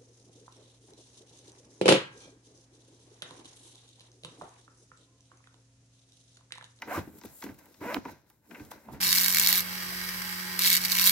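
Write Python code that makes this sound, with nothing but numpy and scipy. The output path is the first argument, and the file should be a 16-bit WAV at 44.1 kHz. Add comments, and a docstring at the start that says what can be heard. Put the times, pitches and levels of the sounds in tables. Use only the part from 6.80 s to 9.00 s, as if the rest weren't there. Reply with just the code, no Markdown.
"""A tap, then a quick whining rasp: fingers pull a lace through the eyelets of a synthetic boot.
A second pull follows; in each, the weave whines and ticks at a given rate, and a thump of the hollow boot
comes near the end. The second also brings a hard crack of the lace end.
Around the pulls, bursts of noise make taps, and ringing grains and noise make rubs and squeezes.
Short dull echoes and a quiet room hum lie below; two microphone ports, left and right, pick it all up."""
import sys
import numpy as np
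from scipy import signal
from scipy.fft import rfft, irfft, next_fast_len
from scipy.io import wavfile
from scipy.ndimage import uniform_filter1d

SR = 44100
rng = np.random.default_rng(int(sys.argv[2]) if len(sys.argv) > 2 else 0)


def waveform_to_disk(signal):
    """Save audio, clipped to [-1, 1], as 16-bit WAV at the path in sys.argv[1]."""
    frames = np.transpose(np.atleast_2d(signal))
    scaled = np.clip(frames, -1, 1) * 32767
    samples = np.round(scaled).astype(np.int16)
    wavfile.write(sys.argv[1], SR, samples)


N = 97152

# Rustle of the upper over time, also steering lace and handling left or right:
# start_s [s], level_db [dB before a trim], left_over_right_db [dB]
RUSTLE_CURVE = [(0.0, -66, 6), (0.01, -63, -3), (0.02, -52, 1), (0.02, -41, -5), (0.04, -50, 4),
                (0.06, -52, 3), (0.11, -32.5, -1.5), (0.18, -32, -0.5), (0.2, -43, -1), (0.27, -55, 0.5),
                (0.28, -52, 6), (0.3, -65, -0.5), (0.37, -61, 2.0), (0.4, -65, -1), (0.45, -61, 1.5),
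                (0.47, -55.5, 0), (0.61, -68, 4), (0.62, -49.5, 1), (0.7, -53.5, 0.5), (0.77, -65.5, 0.5),
                (0.8, -54.5, 3), (0.83, -58.5, -0.5), (1.0, -67.5, 1.5), (1.01, -45, 0), (1.11, -37, -1.5),
                (1.14, -35, 1), (1.14, -39, -10), (1.16, -43, 0), (1.17, -24, -4), (1.18, -63, 3),
                (1.21, -53, 2), (1.24, -58, 1), (1.26, -36, 0), (1.27, -52, 2), (1.29, -40, -1.0),
                (1.31, -50, 0), (1.44, -70, 2), (1.51, -67.5, 2.5), (1.61, -78.5, 1.5), (1.66, -61, 3),
                (1.7, -77, -3), (1.71, -45.5, 1.5), (1.73, -59, 2), (1.75, -41.5, -3), (1.76, -49.5, 0.5),
                (1.9, -60.5, 0.5), (1.92, -41.5, -4), (1.93, -47.5, 0), (2.02, -60.5, 1.5),
                (2.07, -57, 0.5), (2.09, -51.5, 2.5), (2.11, -61, 0.0), (2.16, -48.5, 0), (2.2, -57, 2)]


def lace(pull):
    """The braid passes the eyelet at an uneven rate: a whine at that rate, and ticks that ring the upper."""
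    jitter_share, tick_spread_db, tick_db = 0.075, 4.0, -1
    rate, level_db = in_time(pull)
    inside = in_time([(pull[0][0], 1), (pull[-1][0], 1)], 0)[0]   # 1 during the pull, 0 outside
    level = inside * from_db(level_db)

    wobble = rms_one(uniform_filter1d(rng.standard_normal(N), size=60))
    turns = np.cumsum(rate * (1 + jitter_share * wobble)) / SR
    whine = np.sqrt(2) * np.sin(2 * np.pi * turns)

    # one tick per whole turn; rarer ticks are larger
    new_turn = np.diff(np.floor(turns), prepend=0) > 0
    ticks = new_turn * from_db(tick_spread_db * rng.standard_normal(N)) * SR / rate
    return level * whine + from_db(tick_db) * upper(level * ticks) / 2


def crack():
    """The lace end whips against the upper: one short hard crack, a little to the right."""
    start_s, peak_db, t60_s, band_hz = 1.1445, -17.0, 0.012, (600, 3500)
    t = np.arange(N) / SR - start_s
    fall = (t >= 0) * from_db(-60 * np.maximum(t, 0) / t60_s)
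    burst = cut(rng.standard_normal(N) * fall, band_hz, "band")
    return from_db(peak_db) * burst / np.abs(burst).max() * from_db([[-1.7], [1.7]])


def taps():
    """Each tap is a dying burst: it rings low and high resonances of the upper, scuffs and snaps."""
    # Taps and snaps on the upper: start_s [s], low_db, high_db, scuff_db, snap_db [dB before trims],
    # left_over_right_db [dB], t60_s [s to fall 60 dB]
    tap_table = [(0.02, -31.5, -33, -42, -45, -0.5, 0.045), (0.075, -39, -50, -68, -71, -6, 0.019),
                 (0.387, -60, -68, -62, -46, 4, 0.021), (0.413, -49, -57.5, -54.5, -65, 6.5, 0.056),
                 (0.436, -45, -51.5, -53, -61, 5, 0.036), (0.454, -49, -54, -53.5, -43, 9, 0.052),
                 (0.623, -35, -41.5, -45.5, -53, -0.5, 0.037), (0.639, -47, -45.5, -48, -40, 8, 0.073),
                 (0.664, -41, -44.5, -60, -63, -2, 0.057), (0.689, -48, -48.5, -69, -68, -1, 0.09),
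                 (0.744, -67, -64, -70, -52, 9, 0.03), (0.788, -53, -59, -67, -70, 0.5, 0.063),
                 (0.857, -54, -62, -67, -48, 3, 0.041), (0.943, -57.5, -60.5, -58, -67, 7, 0.054),
                 (1.013, -35, -61, -64, -58, -1, 0.017), (1.144, -25.5, -34, -38.5, -28.5, -1, 0.01),
                 (1.252, -30, -46, -56, -57, -1.0, 0.043), (1.281, -39.5, -53.5, -63, -64, 2, 0.055),
                 (1.5, -57, -65, -64, -49.5, 0.0, 0.048), (1.71, -45, -48.5, -61, -70, 10, 0.054),
                 (1.747, -51, -43.5, -60, -64, 3, 0.09), (1.797, -44, -47, -64, -64, 2, 0.058),
                 (1.85, -62, -61, -58.5, -50, 7, 0.05), (1.915, -34.5, -49, -50, -53, 9, 0.03),
                 (2.056, -52, -64.5, -68, -60, -1, 0.03), (2.084, -33, -76, -77, -68, -7.5, 0.09),
                 (2.131, -43, -57, -59, -64, -7, 0.021), (2.145, -45, -49, -73, -69, 3, 0.038)]
    low_trim_db, high_trim_db, snap_trim_db = -3, 4, 10
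    snap_t60_share, first_contact = 0.7, 8
    out = np.zeros((2, N))
    t = np.arange(4096) / SR
    for start_s, low_db, high_db, scuff_db, snap_db, pan_db, t60_s in tap_table:
        noise = rng.standard_normal(len(t))
        noise[0] = first_contact   # an opening click, well above the noise
        fall_db = -60 * t / t60_s
        ring = upper(noise * from_db(fall_db))
        snap = noise * from_db(fall_db / snap_t60_share)   # dies sooner than the ring
        parts = [(low_db + low_trim_db, cut(ring, [686, 1190], "band")),
                 (high_db + high_trim_db, cut(ring, 1790, "high")),
                 (scuff_db + snap_trim_db, cut(snap, [3200, 6800], "band")),
                 (snap_db + snap_trim_db, cut(snap, 7500, "high"))]
        tap = sum(from_db(db) * x / np.abs(x).max() for db, x in parts)
        panned = tap * from_db([[pan_db / 2], [-pan_db / 2]])
        i = int(start_s * SR)
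        out[:, i:i + len(t)] += panned[:, :N - i]
    return out


def thumps():
    """The boot's cavity rings a few cycles, sagging in pitch at first."""
    # Thumps of the hollow boot: start_s [s], level_db [dB before a trim], pitch_hz [Hz after the sag],
    # t60_s [s to fall 60 dB]
    thump_table = [(0.178, -25.5, 313, 0.036), (0.275, -34, 252, 0.019), (0.449, -32.5, 417, 0.016),
                   (0.642, -36, 281, 0.069), (1.013, -32.5, 286, 0.018), (1.167, -28.5, 266, 0.046),
                   (1.255, -38.5, 279, 0.063), (1.804, -40.5, 292.9, 0.074), (2.13, -41.5, 234, 0.045)]
    trim_db, rise_s = 3.5, 0.00083
    sag_share, sag_s = 0.25, 0.0018   # the pitch starts a quarter high
    out = np.zeros(N)
    for start_s, level_db, pitch_hz, t60_s in thump_table:
        t = np.maximum(np.arange(N) / SR - start_s, 0)
        turns = pitch_hz * (t + sag_share * sag_s * (1 - np.exp(-t / sag_s)))
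        fall = from_db(level_db + trim_db - 60 * t / t60_s)
        rise = 1 - np.exp(-t / rise_s)
        out += np.sin(2 * np.pi * turns) * fall * rise
    return out


def handling():
    """Small random slips ring the hollow body and the upper; noise rumbles, fabric scuffs and hisses."""
    # Squeezing over time: start_s [s], rumble_db [dB], body_db [dB before a trim]
    squeeze_curve = [(0.0, -60, -66), (0.02, -72, -55), (0.05, -68, -58), (0.08, -59, -42),
                     (0.12, -71, -44), (0.19, -29.5, -44), (0.23, -54.5, -52), (0.27, -59.5, -58),
                     (0.29, -51.5, -44), (0.31, -59, -64), (0.34, -59, -50), (0.42, -69.5, -62.5),
                     (0.46, -52.5, -41.5), (0.49, -56.5, -75), (0.51, -60, -65), (0.6, -82, -74),
                     (0.65, -60.5, -42), (0.69, -57, -41.5), (0.71, -53, -46), (0.75, -64.5, -61),
                     (0.91, -73, -58.5), (0.94, -86, -63), (0.98, -72, -69), (1.02, -52.5, -43),
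                     (1.1, -69, -40.5), (1.13, -62, -47), (1.18, -50, -32.5), (1.21, -57, -73.5),
                     (1.24, -60, -60), (1.26, -66, -39), (1.31, -53.5, -50), (1.38, -70, -66.5),
                     (1.66, -77, -76), (1.71, -72, -48.5), (1.78, -67, -50.5), (1.81, -49.5, -55),
                     (1.86, -60.5, -55.5), (1.93, -68, -58), (1.97, -62, -51.5), (2.0, -84, -66),
                     (2.06, -68, -56.5), (2.09, -54.5, -46.5), (2.15, -46.5, -45.5), (2.2, -64, -51.5)]
    # Rubbed fabric over time: start_s [s], scuff_db [dB], hiss_db [dB before a trim]
    fabric_curve = [(0.0, -61, -79), (0.01, -75, -82), (0.02, -64, -73), (0.05, -59.5, -89),
                    (0.08, -65.5, -62), (0.15, -50.5, -49), (0.18, -53.5, -53.5), (0.23, -66.5, -68.5),
                    (0.32, -79.5, -69.5), (0.39, -68, -60.5), (0.41, -70, -77), (0.46, -63, -53.5),
                    (0.46, -59.5, -70), (0.56, -73.5, -58), (0.64, -57.5, -58), (0.68, -64.5, -67.5),
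                    (0.78, -75, -75), (0.79, -63, -57.5), (0.8, -69.5, -73), (0.84, -73.5, -71),
                    (1.0, -69, -73), (1.03, -60, -60.5), (1.13, -56, -57.5), (1.14, -50, -61),
                    (1.16, -59, -58), (1.21, -65, -80), (1.32, -60, -62.5), (1.33, -65.5, -76),
                    (1.45, -81, -87), (1.49, -76.5, -76.5), (1.62, -87.5, -84.5), (1.71, -71.5, -67.5),
                    (1.82, -63.5, -67), (1.9, -73.5, -70.5), (1.92, -52, -48), (1.92, -57, -64.5),
                    (1.98, -70, -72.5), (2.11, -79.5, -73.5), (2.13, -63, -58), (2.2, -73, -82)]
    # Resonances of the low rumble, then of the hollow boot: pitch_hz [Hz], width_hz [Hz], level_db [dB]
    rumble_modes = [(53.7, 43, -4.5), (111, 90, -0.5)]
    body_modes = [(216, 53, -2.5), (307, 38, 0), (410, 80, -8.5)]
    # Colour of the scuff, then of the fabric hiss: pitch_hz [Hz], level_db [relative dB]
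    scuff_colour = [(2600, -10.5), (3300, -8.5), (4000, -2), (4500, -7), (5100, -3), (6500, -5),
                    (7500, -22.5)]
    hiss_colour = [(6000, -27.5), (7200, -3.5), (8500, -4.5), (10200, -7), (12500, -2.5), (14500, -11),
                   (15700, -8), (16300, -15.5)]
    body_trim_db, upper_trim_db, hiss_trim_db = -2.5, -6, 4.5
    rumble_db, body_db = in_time(squeeze_curve)
    upper_db, _ = in_time(RUSTLE_CURVE)
    scuff_db, hiss_db = in_time(fabric_curve)

    fibres = grains(15000, spread_db=4.5)
    rumble = rms_one(resonate(rng.standard_normal(N), rumble_modes))
    body = rms_one(resonate(grains(900, spread_db=3.5), body_modes))
    rustle = rms_one(upper(grains(4000, spread_db=0.5)))
    scuff = rms_one(coloured(fibres, scuff_colour))
    hiss = rms_one(coloured(fibres, hiss_colour))
    return (from_db(rumble_db) * rumble
            + from_db(body_db + body_trim_db) * body
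            + from_db(upper_db + upper_trim_db) * rustle
            + from_db(scuff_db) * scuff
            + from_db(hiss_db + hiss_trim_db) * hiss)


def upper(x):
    """The stiff upper of the boot rings between two steep edges."""
    # Resonances of the upper: pitch_hz [Hz], width_hz [Hz], level_db [dB]
    upper_modes = [(519, 115, -1.5), (864, 154, -2.5), (968, 127, -1), (1304, 216, -9), (1530, 163, -5),
                   (2034, 227, -8), (2525, 520, -12.5)]
    return cut(resonate(x, upper_modes), (443, 2660), "band")


def walls(x):
    """A short dull reverberation: dying noise, different at each port, smears the sound."""
    t60_s, level_db = 0.18, -17.5
    t = np.arange(SR // 3) / SR
    tail = rng.standard_normal((2, len(t))) * from_db(-60 * t / t60_s)
    tail = tail * (t > .004)   # the first echoes arrive after 4 ms
    tail = signal.lfilter([.3], [1, -.7], tail)   # dulls the treble
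    tail = tail / np.sqrt((tail ** 2).sum(1, keepdims=True))
    return from_db(level_db) * signal.fftconvolve(x, tail, axes=1)[:, :N]


def room_hum():
    """The quiet room is steady noise, coloured so that the low end stands out."""
    # Colour of the room: pitch_hz [Hz], level_db [relative dB]
    room_colour = [(18, -22), (30, 2), (100, 17), (540, -36), (988, -19), (1190, -78), (1540, -13.5),
                   (7270, -39.5), (8520, -40), (16000, -85)]
    first, second = [from_db(-75.5) * rms_one(coloured(rng.standard_normal(N), room_colour))
                     for _ in range(2)]
    return spread(first, second)


def spread(first, second):
    """Two unrelated versions of a sound mixed as the ports' likeness demands."""
    # How alike the two ports sound: pitch_hz [Hz], likeness [0 to 1]
    likeness = [(60, 0.98), (300, 1), (1000, 0.73), (3000, 0.37), (6000, 0.26), (9000, 0.97), (15000, 0.51)]

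    def alike(hz):
        """Likeness of the ports at each frequency."""
        return np.clip(at_hz(likeness, hz), 0, 1)

    mid = filtered(first, lambda hz: np.sqrt((1 + alike(hz)) / 2))
    side = filtered(second, lambda hz: np.sqrt((1 - alike(hz)) / 2))
    return mid + side * [[1], [-1]]


def grains(rate, spread_db):
    """Random slips of uneven size and either sign, at a mean rate per second."""
    sizes = from_db(spread_db * np.minimum(rng.exponential(1, N), 4))
    signs = rng.choice([-1, 1], N)
    return sizes * signs * (rng.random(N) < rate / SR)


def resonate(x, modes):
    """Parallel resonances with alternating signs; a wider one dies sooner."""
    out = 0
    for k, (hz, width_hz, db) in enumerate(modes):
        r = np.exp(-np.pi * width_hz / SR)
        poles = [1, -2 * r * np.cos(2 * np.pi * hz / SR), r * r]
        ring = signal.lfilter([1 - r * r, 0, r * r - 1], poles, x + 1e-18)
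        out = out + (-1) ** k * from_db(db) * ring
    return out


def cut(x, edge_hz, kind):
    """Steep filter that keeps a band or the treble."""
    return signal.sosfilt(signal.butter(3, edge_hz, kind, fs=SR, output="sos"), x)


def coloured(x, spectrum):
    """Shape a sound by a table of frequency and dB."""
    return filtered(x, lambda hz: from_db(at_hz(spectrum, hz)))


def filtered(x, response):
    """Apply a response given as a function of frequency."""
    size = next_fast_len(N + 4096)
    hz = np.arange(size // 2 + 1) * SR / size
    return irfft(rfft(x, size) * response(hz), size)[..., :N]


def at_hz(points, hz):
    """Read a frequency table on a log-frequency axis."""
    table_hz, values = np.array(points).T
    return np.interp(np.log(hz + 1), np.log(table_hz), values)


def in_time(rows, outside=None):
    """Columns of a curve table at every sample."""
    s, *columns = np.transpose(rows)
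    return [np.interp(np.arange(N) / SR, s, c, outside, outside) for c in columns]


def from_db(db):
    """Decibels to gain."""
    return 10 ** (np.asarray(db) / 20)


def rms_one(x):
    """Scale to rms 1."""
    return x / np.sqrt(np.mean(x ** 2) + 1e-20)


def scene():
    """Boot, laces and room as they reach the two ports."""
    # The two lace pulls: start_s [s], weave_rate [ticks per s], level_db [dB]
    pull_one = [(0.075, 420, -50), (0.095, 530, -44), (0.112, 630, -39), (0.127, 770, -41),
                (0.14, 1050, -40), (0.152, 1230, -40), (0.165, 1350, -40), (0.173, 1180, -44),
                (0.188, 900, -41), (0.195, 880, -58)]
    pull_two = [(1.02, 275, -50), (1.036, 390, -43), (1.05, 570, -42), (1.062, 715, -43), (1.07, 480, -43),
                (1.085, 480, -38), (1.11, 550, -38), (1.128, 620, -41), (1.14, 640, -50), (1.165, 650, -48)]
    pan = from_db(in_time(RUSTLE_CURVE)[1] / 2 * [[1], [-1]])
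    rubbed = spread(handling(), handling()) + lace(pull_one) + lace(pull_two)
    boot = rubbed * pan + taps() + crack() + thumps()
    return boot + walls(boot) + room_hum()


def record(dry):
    """The ports lose the deepest bass and differ in phase towards the treble; the top is cut."""
    # Phase by which the left port leads: pitch_hz [Hz], lead [radians]
    port_phase = [(100, 0.08), (600, .15), (2500, 0.8), (4500, 1), (6200, 1.6), (7700, 3.0), (10800, 2.46),
                  (12800, 1.32), (14700, .3), (16000, 0.5)]
    ports = filtered(dry, lambda hz: np.exp(.5j * at_hz(port_phase, hz) * [[1], [-1]]))
    ports = signal.sosfilt(signal.butter(2, 40, "high", fs=SR, output="sos"), ports)
    return signal.sosfilt(signal.cheby2(24, 75, 16350, fs=SR, output="sos"), ports)


dry = scene()
out = record(dry)
waveform_to_disk(out)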